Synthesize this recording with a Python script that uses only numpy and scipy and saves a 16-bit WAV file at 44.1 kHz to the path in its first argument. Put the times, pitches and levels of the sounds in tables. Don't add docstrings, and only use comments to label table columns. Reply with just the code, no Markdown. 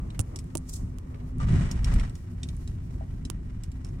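import sys
import numpy as np
from scipy import signal
from scipy.fft import rfft, irfft
from scipy.io import wavfile
from scipy.ndimage import uniform_filter1d

SR = 44100
rng = np.random.default_rng(int(sys.argv[2]) if len(sys.argv) > 2 else 0)


def log_audio(samples):
    frames = np.atleast_2d(samples).T
    limited = np.clip(frames, -1, 1)
    pcm = np.round(limited * 32767).astype(np.int16)
    wavfile.write(sys.argv[1], SR, pcm)


N = 176400
TIME = np.arange(N) / SR
HZ = np.fft.rfftfreq(N, 1 / SR)
FRONT_S, REAR_S, CLEAR_S = 1.37, 1.76, 2.13


# time_s, level_db
RUMBLE_LEVEL = [(0, -33), (.3, -36.5), (.72, -36.5), (.85, -31), (1.0, -37.5), (1.33, -35), (1.42, -23.5),
                (1.57, -19), (1.72, -29.5), (1.96, -17.5), (2.04, -26.5), (2.12, -35.5), (2.22, -38),
                (2.44, -32.5), (4, -35)]
# pitch_hz, gain_db
SMOOTH_TONE = [(25, -3), (42, 1.5), (86, -0.5), (170, -7.5), (215, -16.5), (255, -13.5), (285, -25.5),
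               (345, -20), (475, -38), (650, -37.5)]
FRONT_TONE = [(28, 1.5), (95, 2.5), (185, -2.5), (290, -19.5), (375, -20), (450, -39)]
REAR_TONE = [(28, 2.5), (55, -3.5), (170, -14.5), (400, -39.5)]

def rumble(swell_db=1.5, boom_hz=80, blend_s=0.09, steady_s=0.17):
    front, rear, clear = (np.clip((TIME - s) / blend_s + .5, 0, 1) for s in (FRONT_S, REAR_S, CLEAR_S))
    stages = ((1 - front + clear, SMOOTH_TONE), (front - rear, FRONT_TONE), (rear - clear, REAR_TONE))
    shake = sum(np.sqrt(abs(share)) * cabin_noise(tone) for share, tone in stages)
    window = np.hanning(int(2 * steady_s * SR))
    power = signal.fftconvolve((shake ** 2).mean(0), window / window.sum(), "same")
    strength = np.sqrt(abs(power) + 1e-9)
    boom = signal.sosfiltfilt(signal.butter(2, boom_hz, "high", fs=SR, output="sos"), shake)
    swell = unit(amp(swell_db * wander(weight=HZ)))
    return amp(curve(RUMBLE_LEVEL)) * (shake + (swell - 1) * boom) / strength


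# time_s, level_db
GRIT_LEVEL = [(1.39, -65.5), (1.403, -42), (1.43, -44.5), (1.462, -53), (1.488, -42), (1.62, -42.5),
              (1.72, -48.5), (1.83, -53.5), (1.88, -44.5), (2.01, -44.5), (2.06, -49), (2.12, -62),
              (2.3, -63.5)]
# pitch_hz, gain_db
GRIT_TONE = [(300, -0.5), (600, -0.5), (1200, -0.5), (2200, -8.5), (3300, -13.5), (5000, -18.5),
             (9200, -20.5), (10500, -33), (15500, -47)]
# pitch_hz, level_db
PLASTIC_NOTES = [(1910, -7.5), (2290, -9), (2900, -10.5), (3620, -24.5), (3900, -14.5), (5450, -3),
                 (6580, -6.5), (7650, -4.5), (8630, -7.5), (9600, -17)]

def grit(gain_db=1, grains_per_s=3500, judder_db=2.5, ring_db=8, width_hz=190):
    kicks = rng.standard_normal((2, N)) * (rng.random((2, N)) < grains_per_s / SR)
    grains = reflect(colour(kicks, GRIT_TONE))
    ring = sum(amp(ring_db + db) * signal.lfilter(*signal.iirpeak(hz, hz / width_hz, SR), grains)
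               for hz, db in PLASTIC_NOTES)
    judder = unit(uniform_filter1d(rng.standard_normal(N), size=450)) * np.where(TIME > REAR_S, 1, .5)
    return amp(gain_db + curve(GRIT_LEVEL) + judder_db * judder) * unit(grains + ring)


# start_s, level_db, low_boost_db, main_pitch_hz
RATTLES = [(0.1033, -39, 7, 3850), (0.3595, -27, -5, 5570), (0.389, -31, -2.5, 8050),
           (1.713, -23.5, -4, 6830), (1.8445, -23, 0.5, 5460), (1.9387, -31, 0, 8270),
           (1.9967, -28.5, 8, 2160), (2.096, -41.5, 2, 7840), (2.1533, -38.5, -2.5, 6940),
           (2.4318, -26, 2, 3640), (2.4877, -33, 2, 3700), (2.676, -36.5, -0.5, 3910),
           (3.251, -31, -2.5, 3950), (3.6355, -33, -3, 7730), (3.717, -43.5, 0.5, 7450),
           (3.8465, -36, -6.5, 5370), (3.867, -46.5, 0, 5360), (3.887, -48, -9, 6440)]
# pitch_hz, gain_db
RATTLE_TONE = [(300, -1), (1500, -6), (2600, 7.5), (9700, 5.5), (11000, -5), (15500, -16)]

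def rattle(level_db, low_boost_db, main_hz, rise_s=0.0002, detune=0.017):
    t = np.arange(6000) / SR
    cabin_echo = fade(t, 0.092, start_db=-6.5)
    crack = rng.standard_normal((2, len(t))) * (fade(t, 0.017) + cabin_echo)
    notes = [(hz * (1 + detune * rng.standard_normal()), db + 2 * rng.standard_normal())
             for hz, db in PLASTIC_NOTES]
    ring = sum(fade(t, 0.039, db) * np.sin(2 * np.pi * hz * t + np.pi * rng.random((2, 1)))
               for hz, db in notes + [(main_hz, 0.5)])
    hit = colour((crack + amp(-4) * ring) * np.minimum(t / rise_s, 1), RATTLE_TONE)
    top_db = 12 * np.log2(main_hz / 5500)
    hit = colour(hit, [(4000, low_boost_db), (5200, 0.0039), (9700, 0), (11500, top_db)])
    left_right_db = np.array([[-14], [-11.5]])
    return amp(level_db + left_right_db) * hit / hit[:, :300].std()


# start_s, level_db, body_db
CASE_CLICKS = [(0.1934, -8, 6), (0.1948, -16, 10), (0.1987, -18.5, -6), (0.205, -15, -4),
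               (0.212, -20.5, -32), (0.5534, -9.5, 11), (0.556, -20, -2), (0.5724, -13.5, -34),
               (.579, -21.5, -30), (3.301, -10.5, 9), (.443, -39, 3), (0.9856, -26.5, 15),
               (1.3845, -35.5, 0), (2.567, -37.5, -19)]
# pitch_hz, gain_db
SNAP_TONE = [(2000, -28), (4500, -11.5), (6300, -3), (9600, 3.5), (10800, 0), (12000, -23)]
BODY_TONE = [(300, 10.5), (600, -4.5), (1200, 2), (1900, -12.5), (2900, -1.5), (4300, -8), (7500, -3.5),
             (15000, -15.5)]
LEFT_PATH_TONE = [(400, -14.5), (1800, -29), (8500, -18)]

def click(level_db, body_db, gain_db=1, tail_db=-10.5):
    t = np.arange(2500) / SR
    push = rng.standard_normal((2, len(t))) * fade(t, 0.038)
    push *= amp(tail_db) / np.linalg.norm(push[0])
    push[:, 0] += 1
    sound = colour(push, SNAP_TONE) + amp(body_db) * colour(push, BODY_TONE)
    sound[:1] = colour(sound[:1], LEFT_PATH_TONE)
    return amp(level_db + gain_db) * sound / abs(sound[1]).max()


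# start_s, pitch_hz, level_db, fade_s
PANEL_KNOCKS = [(.194, 336, -29, 0.047), (.194, 504, -25.5, 0.042), (0.199, 89, -15.5, 0.053),
                (.553, 319, -20.5, 0.037), (.553, 605, -27, .036), (.553, 900, -26.5, 0.03),
                (.832, 171, -30, 0.21), (1.399, 1199, -37, 0.25), (1.53, 142.4, -22, 0.6),
                (2.945, 494, -54, 0.092), (3.007, 645, -42.5, 0.15), (3.009, 785, -42.5, 0.079),
                (3.253, 263, -29, 0.069)]

def knock(pitch_hz, level_db, fade_s, buzz=0.31, rise_s=0.0024, size=16000):
    t = np.arange(size) / SR
    smoother = signal.butter(2, pitch_hz / 10, fs=SR, output="sos")
    wobble = unit(signal.sosfilt(smoother, rng.standard_normal(2 * size))[size:])
    phase = np.outer([.5, -.5], np.arccos(likeness(pitch_hz)))
    loudness = fade(t, fade_s, level_db) * np.minimum(t / rise_s, 1) * (1 + buzz * wobble)
    return loudness * np.sin(2 * np.pi * pitch_hz * t + phase)


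# time_s, level_db
SLIDE_LEVEL = [(.66, -71), (.689, -49), (.695, -36.5), (.708, -51), (.725, -51), (.739, -34), (.75, -46),
               (.765, -41), (.78, -52.5), (.9, -75.5)]
# pitch_hz, gain_db
SLIDE_TONE = [(3500, -14), (5000, -4), (7400, 1.5), (8200, 0), (12000, -11.5), (15500, -17)]

def slide(gain_db=-2):
    sliding = TIME < SLIDE_LEVEL[-1][0]
    return amp(curve(SLIDE_LEVEL) + gain_db) * sliding * cabin_noise(SLIDE_TONE)


# start_s, level_db
TRIM_TAPS = [(.147, -49.5), (.502, -56), (1.144, -52.5), (1.2, -55)]

def tap(level_db, pitch_hz=1940, sharpness=3, fade_s=0.068):
    t = np.arange(6000) / SR
    burst = signal.lfilter(*signal.iirpeak(pitch_hz, sharpness, SR), rng.standard_normal((2, len(t))))
    return fade(t, fade_s, level_db) * unit(burst)


# time_s, level_db
HUM_LEVEL = [(0, -56), (.55, -52), (1.65, -44), (2.1, -58.5), (4, -54.5)]

def hum(pitch_hz=254.5, waver_hz=5, flutter=0.37):
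    turns = np.cumsum(pitch_hz + waver_hz * wander()) / SR
    swell = 1 + flutter * wander()
    return amp(curve(HUM_LEVEL)) * unit(swell * np.sin(2 * np.pi * turns))


# time_s, middle_db, treble_db
TYRE_LEVELS = [(0, -52, -73.5), (.3, -53.5, -72.5), (1.35, -56.5, -73.5), (2.2, -60.5, -64.5),
               (2.38, -63, -74.5), (2.62, -59.5, -62.5), (2.76, -92, -70.5), (2.95, -55.5, -70),
               (3.35, -76, -76), (4, -57, -73)]
# pitch_hz, gain_db
MIDDLE_TONE = [(300, 13.5), (500, 7.5), (800, -1), (1200, 1), (1600, -14.5), (2000, -10.5), (2900, -20.5),
               (5000, -45.5)]
TREBLE_TONE = [(2000, -7), (3500, -2.5), (5500, 1), (9500, -0.5), (11500, -4.5), (15500, -8.5)]

def tyres(flicker_db=2.5):
    flicker = unit(uniform_filter1d(rng.standard_normal((2, N)), size=2200))
    levels_db = np.array([curve(TYRE_LEVELS), curve(TYRE_LEVELS, column=2)])
    middle, treble = amp(levels_db + flicker_db * flicker)
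    return middle * cabin_noise(MIDDLE_TONE) + treble * cabin_noise(TREBLE_TONE)


# pitch_hz, likeness
CABIN_LIKENESS = [(60, .999), (160, 0.97), (330, 0.5), (550, -0.4), (1400, -0.19)]

def likeness(hz):
    return np.clip(read(CABIN_LIKENESS, hz), -1, 1)


def cabin_noise(tone):
    mid, side = rfft(rng.standard_normal((2, N)))
    mid *= np.sqrt(1 + likeness(HZ))
    side *= np.sqrt(1 - likeness(HZ))
    roll_off = np.minimum(HZ / tone[0][0], 1) ** 2 / np.maximum(HZ / tone[-1][0], 1) ** 2
    return unit(irfft(np.array([mid + side, mid - side]) * amp(read(tone, HZ)) * roll_off, N))


def reflect(sound, count=12, longest_s=0.012, echo_db=-8.5):
    out = sound.copy()
    gain = amp(echo_db) / np.sqrt(count)
    for side in range(len(sound)):
        for delay, sign in zip(rng.random(count), rng.choice([-1, 1], count)):
            out[side] += sign * gain * np.roll(sound[side], int(delay * longest_s * SR))
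    return unit(out)


def colour(sound, tone, size=2048):
    log_gain = np.log(amp(read(tone, abs(np.fft.fftfreq(size, 1 / SR)))))
    response = np.fft.ifft(np.exp(np.conj(signal.hilbert(log_gain)))).real[:size // 2]
    return signal.fftconvolve(sound, response[None], axes=1)[:, :sound.shape[1]]


def wander(weight=1, speed_hz=10):
    return unit(irfft(rfft(rng.standard_normal(N)) * np.exp(-(HZ / speed_hz) ** 2) * weight, N))


def fade(t, fade_s, start_db=0):
    return amp(start_db - 60 * t / fade_s)


def amp(db):
    return 10 ** (np.asarray(db) / 20)


def unit(x):
    return x / np.sqrt(np.mean(x ** 2) + 1e-20)


def read(table, hz):
    pitches, values = np.transpose(table)
    return np.interp(np.log(hz + 1), np.log(pitches + 1), values)


def curve(table, column=1):
    rows = np.asarray(table)
    return np.interp(TIME, rows[:, 0], rows[:, column])


def add(mix, start_s, sound):
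    part = mix[:, max(round(start_s * SR), 0):][:, :sound.shape[-1]]
    part += sound[..., :part.shape[1]]


def scene():
    mix = rumble() + hum() + tyres() + grit() + slide()
    events = ((rattle, RATTLES), (click, CASE_CLICKS), (knock, PANEL_KNOCKS), (tap, TRIM_TAPS))
    for source, table in events:
        for start_s, *settings in table:
            add(mix, start_s, source(*settings))
    return mix


def record(dry, top_hz=16000):
    low_pass = signal.firwin(255, top_hz, window=("kaiser", 9), fs=SR)
    return signal.oaconvolve(dry, low_pass[None], "same")


dry = scene()
out = record(dry)
log_audio(out)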